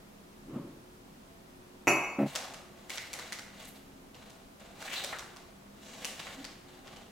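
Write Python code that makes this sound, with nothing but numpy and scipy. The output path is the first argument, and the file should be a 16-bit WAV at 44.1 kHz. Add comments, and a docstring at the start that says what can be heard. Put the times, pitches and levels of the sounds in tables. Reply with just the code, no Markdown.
"""A small, hard kitchen with a faint appliance hum; the open drawer lies a little to the left.
A ceramic cup rubs over the wood and is lifted out of a wooden drawer, then set back: struck modes of china
and wood ring over noisy clatter, and a few stick-slip jerks judder on the drawer floor. Then fingers pull
tea sachets from a wooden box and push them back: filtered noise and grains slide and crackle, short
resonant pulses snap and bursts of noise scuff. Direct sound, close echoes and a room tail give distance."""
import sys
import numpy as np
from scipy import signal
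from scipy.fft import rfft, irfft, next_fast_len
from scipy.io import wavfile

SR = 44100
rng = np.random.default_rng(int(sys.argv[2]) if len(sys.argv) > 2 else 0)


def master(y):
    """Save y as 16-bit WAV."""
    cut = np.clip(np.atleast_2d(y).T, -1, 1)
    pcm = np.round(cut * 32767)  # scale
    wavfile.write(sys.argv[1], SR, pcm.astype(np.int16))


N = 313627
TIME = np.arange(N) / SR  # s

# the room's air noise: (frequency [Hz], relative density [dB per Hz])
AIR_SPECTRUM = [(12, -51), (20, -2.5), (65, -9.5), (123, -8), (204, -3.5), (277, -7), (328, -10), (367, -8),
                (558, -12), (642, -12), (849, -14), (923, -14), (2020, -21.5), (14300, -33), (16000, -35)]
# how alike the air noise is at left and right: (frequency [Hz], likeness [-1 to 1])
AIR_LIKENESS = [(60, 0.94), (130, 0.91), (290, 0.66), (640, -0.14), (1410, -0.23), (3100, -0.027),
                (6820, 0.18), (15000, 0.2)]
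# partials of the appliance hum: (centre frequency [Hz], level before the hum trim [dB])
HUM_PARTIALS = [(204.6, -65), (269.2, -68.5), (360.7, -67.5), (667.5, -72.5), (764.4, -83)]
# decay of the room's tail: (frequency [Hz], t60 [s])
ROOM_DECAY = [(200, 0.43), (700, 0.87), (2000, 0.82), (5000, 0.58), (10000, 0.53), (16000, 0.56)]
# how alike the room's reflections are at left and right: (frequency [Hz], likeness [-1 to 1])
ROOM_LIKENESS = [(100, 1), (300, 1), (700, 0.89), (2000, 0.62), (5000, 0.54), (9000, 0.22), (16000, 0.19)]
# the cup's foot rubbing over wood: (frequency [Hz], relative density [dB per Hz])
DRAG_SPECTRUM = [(50, -33), (90, -15), (135, 5), (200, -9), (280, 3.5), (350, 3), (450, -13.5), (560, -9.5),
                 (700, -20.5), (1150, -17), (1500, -28.5), (3000, -34), (6000, -60)]
# drawer floor damped by the pressed cup: (frequency [Hz], relative level [dB], t60 [s])
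PRESSED_FLOOR_MODES = [(144, -11, 0.12), (217, -1.5, 0.058), (256.5, 6, 0.041), (580, -10, 0.098),
                       (687, -10.5, 0.039), (1310, -14, 0.029)]
# contacts of the landing cup:
# (time [s], relative blow on wood [dB], relative blow on china [dB], contact softness corner [Hz])
CUP_CONTACTS = [(1.8716, 2, -5, 3200), (1.8765, -5, -11.5, 12000), (1.8811, -4.5, 0, 7600),
                (1.898, -5, -16, 14000)]
# ring of the cups, some modes in beating pairs:
# (frequency [Hz], level before colour [dB], t60 before shortening [s])
CHINA_MODES = [(1618, -15, .35), (1842, -15, .35), (2139, -10, .65), (2159, -7, .65), (2248, -3, .55),
               (2275, -7, .45), (2554, 0, .72), (2563, -7, .35), (2692, -16, .35), (2802, -15, .5),
               (4503, -13, .45), (4792, -22, .35), (5917, 1, .16), (5933, -7, .38), (6010, -16, .2),
               (6953, -22, .35), (7125, -16, .25), (7170, -14, .24), (7620, -24, .28), (9860, -20, .22),
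               (9905, -22, .25), (10293, -23, .3), (10391, -25, .3), (11030, -27, .2), (11380, -23, .3),
               (11980, -25, .22), (12570, -25, .3), (13060, -20, .22)]
# how strongly the contacts excite the china: (frequency [Hz], gain [dB])
CHINA_EXCITATION = [(1800, 3), (2200, -2), (2600, 1), (4500, -3.5), (6000, 1.5), (7300, 9.5), (12000, 10.5)]
# ring of the loaded drawer: (frequency [Hz], relative level [dB], t60 [s])
DRAWER_MODES = [(138, -7, .3), (325, -3, .28), (373, -9, .5), (585, -3, .3), (708, -4, .42), (770, -9, .5),
                (813, -3, .38), (920, -7, .45), (1030, -7, .42), (1136, -10, .45), (1292, -11, .45)]
# dense, short clatter of the landing: (frequency [Hz], relative density [dB per Hz])
KNOCK_SPECTRUM = [(50, -27), (110, -13), (300, -2), (450, -4), (750, -4), (1250, -5.5), (1700, -14.5),
                  (2300, -2), (2750, -3.5), (3200, -29.5), (5300, -31), (7400, -16), (8700, -47),
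                  (10500, -30), (16000, -37)]
# grit under the cup's foot: (frequency [Hz], relative density [dB per Hz])
GRIT_SPECTRUM = [(60, -24), (160, 1), (300, 5), (600, 2), (900, -3), (1300, -16), (2000, -12), (3200, -28),
                 (6000, -40)]
# sachet strokes against neighbours:
# (start [s], swell [s], hold [s], level before band trims [dB], brightness tilt [dB])
SACHET_STROKES = [(2.253, 0.014, 0.067, -51.5, 5), (2.339, 0.013, 0.0093, -48, -7),
                  (2.75, 0.016, 0.078, -63.5, -2), (2.866, 0.051, 0.018, -48.5, 6),
                  (3.053, 0.12, 0.077, -51, -1), (3.449, 0.18, .035, -53.5, 2.5),
                  (4.132, .02, 0.14, -61.5, -3), (4.588, 0.016, 0.2, -61.5, -5),
                  (4.721, 0.23, 0.028, -42, 3), (5.03, 0.052, 0.026, -58, -8),
                  (5.248, 0.055, .05, -63.5, -6.5), (5.682, 0.33, .06, -49.5, 1.5),
                  (6.08, 0.15, 0.11, -50, 0), (6.606, 0.072, 0.12, -64.5, -2.5),
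                  (6.818, .04, 0.11, -58.5, -5)]
# sliding wrapper paper: (frequency [Hz], relative density [dB per Hz])
PAPER_SPECTRUM = [(150, -25), (300, -22), (500, 15.5), (750, 11), (1100, 4.5), (1640, -6), (2100, -3),
                  (2650, -7), (3830, -6.5), (6000, -12), (9090, -11.5), (16000, -13.5)]
# creases that snap; the row at 2.358 s is a bright echo of the first snap: (time [s], level [dB], ring #
# frequency [Hz], treble tilt [dB])
CREASE_SNAPS = [(2.3533, -14, 835, -4), (2.358, -17.5, 5830, -10.5), (2.5381, -26, 1260, -5.5),
                (2.897, -18.5, 2140, -6.5), (2.9753, -17, 2070, -12), (3.1319, -18.5, 2110, 0),
                (3.1898, -23, 3860, -6), (3.3233, -17, 2020, -5), (3.3876, -25, 1460, -7),
                (3.6483, -33, 2070, 8), (3.6814, -35, 1900, 27), (4.146, -36.5, 2930, -11),
                (4.2986, -36, 902, -1), (4.599, -38, 2160, -4), (4.819, -28.5, 1310, -3),
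                (4.933, -19, 2970, -7), (5.0399, -16.5, 3900, -3), (5.1873, -23, 1110, -3.5),
                (5.363, -30.5, 1100, -8), (6.047, -14, 2880, -1.5), (6.4443, -22, 4800, -11.5),
                (6.8728, -31.5, 3100, -15), (6.9636, -32.5, 3000, -11)]
# common colour of the snaps: (frequency [Hz], relative density [dB per Hz])
SNAP_SPECTRUM = [(100, -55), (300, -12), (500, -7.5), (800, -8.5), (2000, 1), (3500, -0.5), (6000, 3),
                 (9000, 0), (16000, -13)]
# a wrapper catches and chatters on an edge:
# (time [s], stroke length [s], resonance [Hz], width at half amplitude [Hz], level before trim [dB])
EDGE_SCUFFS = [(2.928, 0.018, 4030, 3000, -45), (3.188, 0.017, 1580, 1800, -43),
               (3.67, 0.03, 13000, 3500, -56), (4.145, 0.0051, 2600, 3000, -53),
               (4.817, 0.014, 1370, 2000, -43.5), (4.877, 0.013, 2070, 1200, -38),
               (4.911, 0.04, 2740, 1800, -39), (4.958, 0.032, 3870, 720, -35),
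               (5.039, 0.02, 580, 161, -42.5), (5.125, 0.014, 1530, 1250, -32.5),
               (5.796, 0.32, 6360, 3000, -59), (6.193, 0.011, 2860, 6000, -37),
               (6.267, 0.013, 1960, 1400, -41), (6.349, 0.074, 275, 50, -47),
               (6.452, 0.012, 4860, 1500, -60)]

AIR_DB = -54.5
# the cup drags ever harder until it lifts off
DRAG_S, DRAG_SWELL_S, DRAG_HOLD_S, DRAG_T60, DRAG_DB = 0.43, 0.12, 0.013, 0.67, -39
SWELL_POWER = 1.46  # friction grows with this power of time as the hand speeds up
# the settled cup leans on its neighbour and stops ringing
LET_GO_S, DAMPED_T60 = 2.245, .14
# the pressed cup slips in evenly timed jerks that weaken toward the last
JUDDER_S, JERK_EVERY_S, JERK_FADE_DB = 2.1839, .0143, -8.5
# a patch that rings at 2 kHz; smaller, higher patches ring less
RING_DB, RING_DB_PER_OCTAVE = 8.5, -3
CRUMPLE_S = .0011  # decay time of a snap's spread direct click
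EDGE_HZ = 16000  # upper band limit of the recorder


def amp(db):
    """Decibels to gain."""
    return 10 ** (np.asarray(db) / 20)


def evened(x):
    """Scales to an rms of one."""
    return x / np.sqrt(np.mean(x ** 2) + 1e-20)


def read(points, hz):
    """Reads a table on a log-frequency axis."""
    f, value = np.transpose(points)
    return np.interp(np.log(hz + 1), np.log(f + 1), value)


def add(mix, s, sound):
    """Mixes a sound in at time s, cut off at the end of the mix."""
    part = mix[..., round(s * SR):][..., :sound.shape[-1]]
    part += sound[..., :part.shape[-1]]


def shaped(x, gain):
    """Filters by a gain given as a function of frequency."""
    size = next_fast_len(x.shape[-1])
    spectrum = rfft(x, size) * gain(np.fft.rfftfreq(size, 1 / SR))
    return irfft(spectrum, size)[..., :x.shape[-1]]


def paired(x, alike):
    """Turns two unrelated signals into a left and right of given likeness."""
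    mid = shaped(x[0], lambda f: np.sqrt((1 + read(alike, f)) / 2))
    side = shaped(x[1], lambda f: np.sqrt((1 - read(alike, f)) / 2))
    return np.array([mid + side, mid - side])


def causal(colour_db, size=2048):
    """The sharpest (minimum-phase) pulse of unit energy that has this spectrum."""
    log_gain = np.log(amp(colour_db(np.abs(np.fft.fftfreq(size, 1 / SR)))))
    pulse = np.fft.ifft(np.exp(np.conj(signal.hilbert(log_gain)))).real[:size // 2]
    return pulse / np.linalg.norm(pulse)


def wander(rate_hz, size=N):
    """Slow random fluctuation of rms one."""
    return evened(shaped(rng.standard_normal(size), lambda f: np.exp(-(f / rate_hz) ** 2)))


def through(x, response):
    """Convolves a sound with a stereo response."""
    return signal.fftconvolve(np.atleast_2d(x), response, axes=1)[:, :N]


def kitchen(near_db, tail_db, size=36000):
    """Direct sound, a cluster of echoes from drawer and worktop, then the room's tail."""
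    t = np.arange(size) / SR
    taps = rng.standard_normal((2, size)) * (rng.random((2, size)) < .25)
    hz, at, z = signal.stft(taps, SR, nperseg=256)
    decay = amp(-60 * at / read(ROOM_DECAY, hz)[:, None])  # each frequency dies at its own pace
    tail = signal.istft(z * decay, SR, nperseg=256)[1][:, :size]
    tail *= np.clip((t - .004) / 0.0039, 0, 1)
    first_echo = np.exp(-((t - .0048) / .0006) ** 2)
    second_echo = .75 * np.exp(-((t - .0072) / .0015) ** 2)
    near = taps * (first_echo + second_echo)
    echoes = amp(near_db) * evened(near) + amp(tail_db) * evened(tail)
    response = paired(echoes / np.sqrt(size), ROOM_LIKENESS)
    response[:, 0] += 1  # direct sound
    return response


def gesture(start, swell, hold, t60):
    """Gain of one movement: it swells, holds and dies away."""
    t = TIME - start
    rise = np.clip(t / swell, 0, 1) ** SWELL_POWER
    return rise * amp(-60 * np.maximum(t - swell - hold, 0) / t60)


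def room_noise(hum_db=-1, waver_hz=2.525, flutter=0.55):
    """Steady air noise, and appliance hum whose partials waver in pitch and level."""
    air = shaped(paired(rng.standard_normal((2, N)), AIR_LIKENESS), lambda f: amp(read(AIR_SPECTRUM, f)))
    hum = np.zeros(N)
    for hz, db in HUM_PARTIALS:
        level = amp(db) * (1 + flutter * wander(2.1))
        pitch = hz + waver_hz * wander(10.0)
        hum += level * np.sin(2 * np.pi * np.cumsum(pitch) / SR)
    return amp(AIR_DB) * evened(air) + amp(hum_db) * np.sqrt(2) * hum


def thud(rise_s, low_hz=125, order=4, size=8192):
    """A soft push rings the damped drawer floor, which is too small to radiate deep bass."""
    t = np.arange(size) / SR
    modes = sum(amp(db - 60 * t / t60) * np.sin(2 * np.pi * hz * t) for hz, db, t60 in PRESSED_FLOOR_MODES)
    highpass = signal.butter(order, low_hz, "high", fs=SR, output="sos")
    return signal.sosfilt(highpass, modes * (1 - np.exp(-(t / rise_s) ** 2)))


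def drag(bump_s=.5585, bump_db=-33):
    """The cup's foot rubs over the wood as swelling noise and bumps once as it lifts off."""
    noise = paired(rng.standard_normal((2, N)), ROOM_LIKENESS)
    rub = shaped(noise, lambda f: amp(read(DRAG_SPECTRUM, f)))
    out = evened(rub) * amp(DRAG_DB) * gesture(DRAG_S, DRAG_SWELL_S, DRAG_HOLD_S, DRAG_T60)
    bump = through(thud(rise_s=0.0013), kitchen(near_db=-4, tail_db=-2))
    add(out, bump_s, amp(bump_db) * bump)
    return out


def struck(modes, blows, room, rise_cycles):
    """Modes swell over their first cycles, take energy from every blow and sound through the room."""
    start, t = blows[0][0], np.arange(SR) / SR
    out = np.zeros((2, N))
    for hz, db, t60 in modes:
        power = 0
        for s, blow_db, soft_hz in blows:
            since = t - s + start
            decay = amp(blow_db - 60 * np.maximum(since, 0) / t60) ** 2
            power += (since >= 0) * decay / (1 + (hz / soft_hz) ** 4)  # soft contacts spare high modes
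        swell = 1 - np.exp(-t * hz / rise_cycles)
        mode = np.sqrt(power) * swell * np.sin(2 * np.pi * hz * t)
        # the room colours the mode but keeps its level
        add(out, start, amp(db) * np.std(mode) * evened(through(mode, room)[:, :SR]))
    return out


def landing(china_db=-26, wood_db=-32, knock_db=-7, rattle_db=-2, rattle_s=0.0048, ring_share=0.81):
    """The cup hits the drawer floor and its neighbours: china and wood ring over a dense clatter."""
    room = kitchen(near_db=-1.5, tail_db=-0.5)
    modes = [(hz, db + read(CHINA_EXCITATION, hz), t60 * ring_share) for hz, db, t60 in CHINA_MODES]
    china_blows = [(s, db, soft_hz) for s, _, db, soft_hz in CUP_CONTACTS]
    china = struck(modes, china_blows, room, rise_cycles=2.2)
    china *= amp(-60 * np.maximum(TIME - LET_GO_S, 0) / DAMPED_T60)
    wood_blows = [(s, db, soft_hz) for s, db, _, soft_hz in CUP_CONTACTS]
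    wood = struck(DRAWER_MODES, wood_blows, room, rise_cycles=1.8)
    clatter, t = np.zeros((2, N)), np.arange(4096) / SR
    for s, db, _, _ in CUP_CONTACTS:
        rattle = rng.standard_normal(len(t)) * np.exp(-t / rattle_s)  # the foot chatters after each contact
        force = amp(rattle_db) * rattle / np.linalg.norm(rattle) + (t == 0)
        knock = signal.fftconvolve(force, causal(lambda f: read(KNOCK_SPECTRUM, f)))
        add(clatter, s, amp(db) * through(knock, kitchen(near_db=4.0, tail_db=6.5)))
    return amp(china_db) * china + amp(wood_db) * wood + amp(knock_db) * clatter


def judder(level_db=-19, grit_db=-32.0, grit_s=0.014, uneven_db=2, count=6):
    """Stick and slip: each jerk pushes the drawer floor and grinds briefly over it."""
    push, t = thud(rise_s=0.0034), np.arange(2048) / SR
    grind = 2 * t / grit_s * np.exp(-(t / grit_s) ** 2)
    out = np.zeros(N)
    for k in range(count):
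        s = JUDDER_S + k * JERK_EVERY_S
        db = JERK_FADE_DB * (k / (count - 1)) ** 3 + uneven_db * rng.uniform(-1.5, 1)
        grit = evened(shaped(rng.standard_normal(len(t)), lambda f: amp(read(GRIT_SPECTRUM, f))))
        add(out, s, amp(level_db + db) * push)
        add(out, s, amp(grit_db + db) * grit * grind)
    return out


def slides(rub_db=-3.0, fizz_db=-14.0, release_t60=0.87, grains_per_s=1500, spread_db=4, smooth=0.36,
           catch_db=1.8, catch_hz=35):
    """Wrappers slide: fine hiss and tiny unequal crackles; bright strokes trade low rub for high fizz."""
    sizes = amp(spread_db * np.minimum(rng.exponential(1, N), 3.5)) * rng.choice([-1, 1], N)
    crackle = evened(sizes * (rng.random(N) < grains_per_s / SR))
    grains = crackle + smooth * rng.standard_normal(N)
    coloured = shaped(grains, lambda f: amp(read(PAPER_SPECTRUM, f)))
    paper = through(coloured, kitchen(near_db=7.5, tail_db=6.0))
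    power = np.zeros((3, N))
    for start, swell, hold, db, bright_db in SACHET_STROKES:
        bands = amp([[db + rub_db - bright_db], [db], [db + fizz_db + bright_db]])
        power += (bands * gesture(start, swell, hold, release_t60)) ** 2
    edges = [(350, 1800), (1800, 7000), (7000, 20000)]  # rub, middle and fizz bands, Hz
    out = np.zeros((2, N))
    for (lo, hi), level in zip(edges, np.sqrt(power)):
        band = shaped(paper, lambda f: np.sqrt(1 / (1 + (f / hi) ** 10) - 1 / (1 + (f / lo) ** 10)))
        out += evened(band) * level
    return out * amp(catch_db * wander(catch_hz))  # the wrappers catch and slip unevenly


def snaps(ring_octaves=0.19, body_db=5, direct=0.77):
    """A crease buckles within about a millisecond and rings its patch of wrapper."""
    out, t = np.zeros((2, N)), np.arange(256) / SR
    for s, db, hz, treble_db in CREASE_SNAPS:
        ring_db = RING_DB + RING_DB_PER_OCTAVE * np.log2(hz / 2000)
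        pulse = causal(lambda f: read(SNAP_SPECTRUM, f)
                       + ring_db * np.exp(-(np.log2((f + 1) / hz) / ring_octaves) ** 2)
                       + treble_db * read([(4000, 0), (10000, 1)], f)
                       + body_db * read([(900, 1), (2000, 0)], f))
        crumple = paired(rng.standard_normal((2, len(t))), ROOM_LIKENESS) * np.exp(-t / CRUMPLE_S)
        response = kitchen(near_db=4.0, tail_db=6.5)
        response[:, 0] *= direct
        add(response, 0, crumple / np.linalg.norm(crumple[0]))  # the direct click is spread over the crumple
        add(out, s, amp(db) * through(pulse, response))
    return out


def scuffs(level_db=-3):
    """Short bursts of friction in one resonance of a wrapper or the box, each dying away with the room."""
    out, size = np.zeros((2, N)), SR
    room_power = kitchen(near_db=-10.5, tail_db=-1)[0] ** 2
    for s, length, hz, width, db in EDGE_SCUFFS:
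        noise = paired(rng.standard_normal((2, size)), ROOM_LIKENESS)
        chatter = shaped(noise, lambda f: 1 / (1 + (2 * (f - hz) / width) ** 2))
        stroke = signal.windows.tukey(max(int(length * SR), 64), .3)
        swell = np.sqrt(np.abs(signal.fftconvolve(stroke ** 2, room_power)))[:size]
        add(out, s, amp(level_db + db) * evened(chatter)[:, :len(swell)] * swell)
    return out


def scene(lean_db=0.06):
    """Cup, sachets and room; the drawer lies a little to the left."""
    handling = drag() + landing() + judder() + slides() + snaps() + scuffs()
    return room_noise() + handling * amp([[lean_db], [-lean_db]])


def record(dry):
    """The recorder's band limit: a linear-phase lowpass."""
    lowpass = signal.firwin(511, EDGE_HZ, window=("kaiser", 9), fs=SR)
    return signal.oaconvolve(dry, lowpass[None], "same")


dry = scene()
out = record(dry)
master(out)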